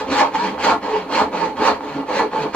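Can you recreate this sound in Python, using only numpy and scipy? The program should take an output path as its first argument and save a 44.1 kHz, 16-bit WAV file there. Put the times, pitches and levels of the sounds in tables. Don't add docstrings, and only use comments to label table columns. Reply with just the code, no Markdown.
import sys
import numpy as np
from scipy import signal
from scipy.fft import rfft, irfft, next_fast_len
from scipy.io import wavfile
from scipy.ndimage import uniform_filter1d, map_coordinates

SR = 44100
rng = np.random.default_rng(int(sys.argv[2]) if len(sys.argv) > 2 else 0)


def level_to_linear(level):
    exponent = np.asarray(level, float) / 20
    return 10 ** exponent


def wrap_up_sound(samples):
    columns = np.atleast_2d(samples).T
    tamed = np.clip(columns, -1, 1)
    steps = np.round(tamed * 32767).astype(np.int16)
    wavfile.write(sys.argv[1], SR, steps)


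N = 112454

# (frequency [Hz], width [Hz], relative level [dB])
BOARD_MODES = [(201, 35, -11), (270, 23, -2), (314.6, 26.4, -3.5), (437, 32.6, -1.5), (472.6, 41, -4),
               (548.3, 47.4, -3.5), (696.5, 40, -12.5), (774.6, 105, -5.5), (821.7, 50.5, -1.5),
               (888, 35, 2.5), (935, 31.3, -1), (1007, 50, -6.5), (1067.6, 38.5, -5.5), (1134, 40, -10.5),
               (1212, 30, -8.5), (1386, 215, -17.5), (740, 324, -12.5)]
PATCHY_DB = 2


def unit(x):
    return x / np.sqrt(np.mean(x ** 2) + 1e-20)


def along(points, hz):
    f, v = np.transpose(points)
    return np.interp(np.log(hz + 1), np.log(f + 1), v)


def filtered(x, response):
    size = next_fast_len(N + SR // 2)
    spectrum = rfft(x, size) * response(np.fft.rfftfreq(size, 1 / SR))
    return irfft(spectrum, size)[..., :N]


def modes(table, sign=-1):
    def response(f):
        return sum(sign ** k * level_to_linear(db) * 1j * f * width / (centre * centre - f * f + 1j * f * width)
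                   for k, (centre, width, db) in enumerate(table))
    return response


def wobble(rate):
    knots = rng.standard_normal(size=400)
    return map_coordinates(knots, [np.arange(N) * rate / SR], mode="mirror")


def grains(per_s, spread_db):
    chance, size, sign = rng.random(N), rng.exponential(size=N), rng.standard_normal(N)
    return unit((chance < per_s / SR) * level_to_linear(spread_db * size) * sign)


def patchy(x, depth_db):
    z = signal.stft(x, nperseg=512)[2]
    field = uniform_filter1d(rng.standard_normal(z.shape), 4, 0)
    field = uniform_filter1d(field, 6, 1)
    return unit(signal.istft(z * level_to_linear(depth_db * unit(field)), nperseg=512)[1][:N])


def spread(pair):
    # (frequency [Hz], side over mid [dB])
    room_width = [(25, -19), (60, -22), (250, -15.5), (700, -6.5), (3000, -1), (6000, 2.5), (15000, 0)]
    side = filtered(pair[1], lambda f: level_to_linear(along(room_width, f)))
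    return np.array([pair[0] + side, pair[0] - side])


def air():
    # (frequency [Hz], relative level [dB])
    air_colour = [(12, -51), (20, -16), (118, -21), (286, 0), (733, -3), (865, -15), (1460, -33),
                  (4200, -18), (15000, -73)]
    noise = filtered(rng.standard_normal((2, N)), lambda f: level_to_linear(along(air_colour, f)))
    return level_to_linear(-51) * spread(unit(noise))


def shop(x):
    # (frequency [Hz], time to fall 60 dB [s])
    shop_decay = [(200, 0.21), (2000, 0.17), (10000, 0.11)]
    hz, t, z = signal.stft(rng.standard_normal((2, SR // 2)), SR, nperseg=256)
    fade = level_to_linear(-60 * t / along(shop_decay, hz)[:, None])
    tail = signal.istft(z * fade, SR, nperseg=256)[1]
    tail = tail / np.linalg.norm(tail[0])
    late = np.pad(x, (200, 0))[None]
    return spread(signal.fftconvolve(late, tail, axes=1)[:, :N])


def hand():
    # (time [s], force on the board [dB], rasp over force [dB], hardness of the bite [dB])
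    hand_points = [(0.0, -18, -2.5, -10), (0.02, -25, -13.5, -2.5), (0.07, -25, -11.5, -4.5),
                   (0.12, -18, -4.5, -15), (0.14, -21.5, -3.5, -2), (0.2, -10.5, -6.5, 5),
                   (0.23, -12, -17, 5.5), (0.31, -33.5, -9.5, -10), (0.35, -19, -5, 3.5),
                   (0.36, -25.5, -5.5, -3), (0.45, -21.5, -4, -0.5), (0.49, -23, -7.5, -4.5),
                   (0.57, -29, -14.5, -5), (0.6, -20, -7, -2), (0.62, -25.5, -1.5, -7),
                   (0.64, -15, -2.5, -1.5), (0.72, -12.5, -13.5, 6.5), (0.8, -36.5, -14, -12),
                   (0.83, -23.5, -9.5, -1), (0.96, -25, -6, 2.5), (1.07, -32, -13, -7),
                   (1.12, -19, -7, 1.5), (1.16, -18.5, -3, 0.5), (1.21, -12, -13, 3),
                   (1.3, -34, -14.5, -15), (1.33, -18.5, -13, -1.5), (1.39, -24, -6, 1),
                   (1.42, -17.5, -11, 0), (1.46, -22, -9, -7), (1.55, -31.5, -18.5, -9),
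                   (1.57, -24.5, -9, 3), (1.6, -16, -13, -4.5), (1.67, -16, -3, 8.5), (1.69, -12, -12, 0),
                   (1.79, -34.5, -10.5, -4), (1.85, -25, -11, -6.5), (1.91, -28.5, -7, -1),
                   (1.99, -23, -13.5, -6), (2.05, -36, -12, -4.5), (2.09, -23, -7, -3),
                   (2.11, -19, -11, -7.5), (2.18, -19, -2.5, -8.5), (2.19, -15, -8, 1.5),
                   (2.23, -17.5, -14.5, -3.5), (2.3, -39.5, -9, -19), (2.31, -35, -3, 21),
                   (2.33, -20.5, -13.5, -10), (2.36, -22, -8.5, 2), (2.38, -20.5, -10.5, -7.5),
                   (2.42, -24.5, -3.5, 0.5), (2.45, -20, -17, -2.5), (2.52, -37, -4.5, -6),
                   (2.55, -12.5, -11, 4)]
    s, *columns = np.transpose(hand_points)
    return [np.interp(np.arange(N) / SR, s, column) for column in columns]


def bench():
    # (time [s], level [dB])
    thuds = [(.08, -39), (.33, -48), (0.558, -43), (.69, -37.5), (1.202, -38), (1.579, -48), (1.708, -45),
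             (2.53, -41)]
    # (frequency [Hz], relative level [dB])
    rumble_colour = [(25, -13), (55, -9), (78, -3), (105, -9), (150, -2), (250, -4.5), (500, -37)]
    thud_hz, t60_s, attack_s = 77, .3, .025
    rumble_db, follows = -40.5, 0.25
    out, t = np.zeros(N + SR), np.arange(SR // 2) / SR
    envelope = level_to_linear(-60 * t / t60_s) * (1 - np.exp(-t / attack_s))
    ring = envelope * np.sin(2 * np.pi * thud_hz * t)
    for s, db in thuds:
        out[round(s * SR):][:len(t)] += level_to_linear(db + 7.5) * ring
    rumble = unit(filtered(rng.standard_normal(N), lambda f: level_to_linear(along(rumble_colour, f))))
    force_db = uniform_filter1d(hand()[0], 1500)
    return out[:N] + level_to_linear(rumble_db + follows * force_db) * rumble


def snags():
    # (time [s], level before trim [dB])
    snag_hits = [(0.356, -10.5), (0.58, -13), (0.668, -6), (0.697, -3.5), (0.714, -4.5), (1.652, -5),
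                 (1.684, 0), (1.701, -1.5), (1.808, -15), (2.21, -7), (2.334, -10.5)]
    high_hz, low_hz, trim_db = 1320, 413, -2

    def knock(f):
        blunt = 1 / (1 + 1j * f / high_hz) ** 2
        thin = (f / (f - 1j * low_hz)) ** 2
        return modes(BOARD_MODES, sign=1)(f) * blunt * thin

    peak = np.abs(filtered(signal.unit_impulse(N), knock)).max()
    blows = np.zeros(N)
    for s, db in snag_hits:
        blows[round(s * SR)] = level_to_linear(db + trim_db) / peak
    return filtered(blows, knock)


def chatter():
    # (time [s], length [s], from [Hz], to [Hz], level before flutter [dB])
    spells = [(0.063, .09, 270, 268, -21.5), (0.149, 0.068, 815, 847, -18.5),
              (0.335, 0.059, 850, 901, -16.5), (0.377, 0.078, 920, 978, -20.5),
              (0.362, 0.21, 190, 191.5, -30), (0.621, 0.052, 845, 825, -18.5),
              (0.891, 0.099, 437, 438.5, -21), (0.911, 0.084, 935, 926, -25.5),
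              (0.939, .12, 190, 189.5, -33.5), (1.32, 0.18, 186.3, 177.3, -34.5),
              (1.898, 0.13, 149.7, 145, -34.5), (2.35, .14, 161.5, 148, -35.5),
              (1.402, .07, 930, 865, -17.5), (1.82, .07, 300, 309.5, -27.5),
              (1.941, 0.094, 272, 266, -21.5), (2.14, 0.076, 545, 560.2, -18),
              (2.191, 0.075, 480, 430.1, -17), (2.323, 0.092, 880, 881.4, -22.5),
              (2.41, .06, 440, 438, -26.5)]
    waver_hz, flutter_db = 8, 2.5
    t, out = np.arange(N) / SR, np.zeros(N)
    for s, length, from_hz, to_hz, db in spells:
        progress = np.clip((t - s) / length, 0, 1)
        hz = from_hz + (to_hz - from_hz) * progress + waver_hz * wobble(60)
        swell = np.abs(np.sin(np.pi * progress)) ** 0.63
        level = level_to_linear(db + flutter_db * wobble(70))
        out += swell * level * np.sin(2 * np.pi * np.cumsum(hz) / SR)
    return out


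def blade():
    # (frequency [Hz], width [Hz], relative level [dB])
    plate_modes = [(1567, 31, -5.5), (1752, 52, 7.5), (1970, 20, 1), (2313, 64, 6.5), (2555, 35, -2.5),
                   (2794, 53, 7), (3250, 68, -8), (4070, 37, -4), (4210, 120, 5), (4346, 137, 7.5),
                   (4413, 137, 4.5), (4686, 52, 3.5)]
    # (frequency [Hz], relative level [dB])
    rasp_colour = [(590, -32.5), (1000, -2), (1360, -8.5), (2330, -9), (3630, -18), (4310, -17.5),
                   (5300, -23.5), (7540, -28.5), (8950, -43.5), (10200, -40), (11800, -42.5), (14000, -46),
                   (15400, -64)]
    grit_db, plate_db = -2.5, 2
    sizzle_hz, sizzle_grows = 4000, 0.26

    def colour(f):
        return level_to_linear(along(rasp_colour, f)) * (1 + level_to_linear(plate_db) * modes(plate_modes)(f))

    force_db, rasp_db, _ = hand()
    level_db = force_db + rasp_db + grit_db
    grit = patchy(grains(6000, 1.8), PATCHY_DB)
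    top = filtered(grit, lambda f: 1 - 1 / (1 + (f / sizzle_hz) ** 4))
    grit = grit - top + top * level_to_linear(sizzle_grows * (level_db - level_db.mean()))
    scale = np.std(filtered(grit, colour))
    return filtered(level_to_linear(level_db) * grit, colour) / scale


def teeth():
    # (start [s], end [s], fastest moment [s], rate then, before wander [Hz], regular share [0-1])
    strokes = [(-.18, 0.069, 0.05, 451.6, 0.2), (0.071, 0.309, 0.14, 848.3, 0.29),
               (0.309, .56, 0.82, 489.9, 0.37), (0.562, .8, 0.92, 838.5, 0.3),
               (0.799, 1.06, 1.28, 448.1, 0.42), (1.06, 1.299, 1.48, 803.8, 0.46),
               (1.3, 1.539, 1.66, 455.7, 0.32), (1.542, 1.789, 2.19, 881.9, 0.39),
               (1.789, 2.06, 1.78, 310, 0.37), (2.061, 2.3, 2, 549.3, 0.33), (2.301, 2.511, 3, 443.6, 0.35),
               (2.508, 2.748, 4.5, 853, 1)]
    speed_shape, rate_wander = .4, .03
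    jitter, tooth_db = .12, 3
    t, rate, share = np.arange(N) / SR, np.zeros(N), np.zeros(N)
    for start, end, fastest, top_hz, regular in strokes:
        arc = np.sin(np.pi * np.interp(t, [start, fastest, end], [0, .5, 1]))
        on = (t >= start) & (t < end)
        rate[on] = (top_hz * np.abs(arc) ** speed_shape)[on]
        share[on] = np.clip(regular, 0, 1)
    rate = np.maximum(rate, 60) * (1 + rate_wander * wobble(30))
    at = np.flatnonzero(np.diff(np.floor(np.cumsum(rate) / SR)))
    draw = rng.standard_normal((N // 20, 2))[:len(at)]
    shift = (jitter * draw[:, 0] * SR / rate[at]).astype(int)
    at = np.clip(at + shift, 0, N - 1)
    size = level_to_linear(tooth_db * draw[:, 1]) / np.sqrt(rate[at] / SR)
    train = np.bincount(at, size, N)
    return train - uniform_filter1d(train, 800), uniform_filter1d(share, 400)


def board():
    hard_hz, board_db = 580, -2
    force_db, _, hard_db = hand()
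    train, share = teeth()
    tearing = patchy(grains(3500, 1.5), PATCHY_DB)
    push = np.sqrt(share) * train + np.sqrt(1 - share) * tearing
    soft = filtered(push, lambda f: 1 / (1 + (f / hard_hz) ** 6))
    push = soft * level_to_linear(-hard_db / 2) + (push - soft) * level_to_linear(hard_db / 2)
    scale = np.std(filtered(push, modes(BOARD_MODES)))
    return filtered(level_to_linear(force_db + board_db) * push, modes(BOARD_MODES)) / scale


def ports(saw):
    # (frequency [Hz], left over right [dB])
    left_level = [(200, 0), (380, -.5), (700, -1.8), (1280, -2.6), (2370, -4), (4370, -.5), (8050, 0)]
    # (frequency [Hz], lead of the left [rad])
    left_lead = [(200, 0), (860, 0.37), (2300, .5), (3500, 0.84), (4500, 1.68), (6000, 2), (9000, 2.6),
                 (15000, 2.5)]

    def both(f):
        half = level_to_linear(along(left_level, f) / 2) * np.exp(.5j * along(left_lead, f))
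        return np.array([half, 1 / half])

    return filtered(saw, both)


def scene():
    # (frequency [Hz], room over direct [dB])
    room_level = [(200, -9), (1000, -6), (2500, -4), (4000, -2), (12000, -4)]
    saw = board() + chatter() + snags() + blade() + bench()
    wet = shop(filtered(saw, lambda f: level_to_linear(along(room_level, f))))
    return ports(saw) + wet + air()


def roll_off(x):
    return signal.sosfilt(signal.butter(12, 15460, fs=SR, output="sos"), x)


def record(dry):
    ceiling, knee = .97, 6
    mix = dry / (1 + np.abs(dry / ceiling) ** knee) ** (1 / knee)
    return roll_off(mix)


dry = scene()
out = record(dry)
wrap_up_sound(out)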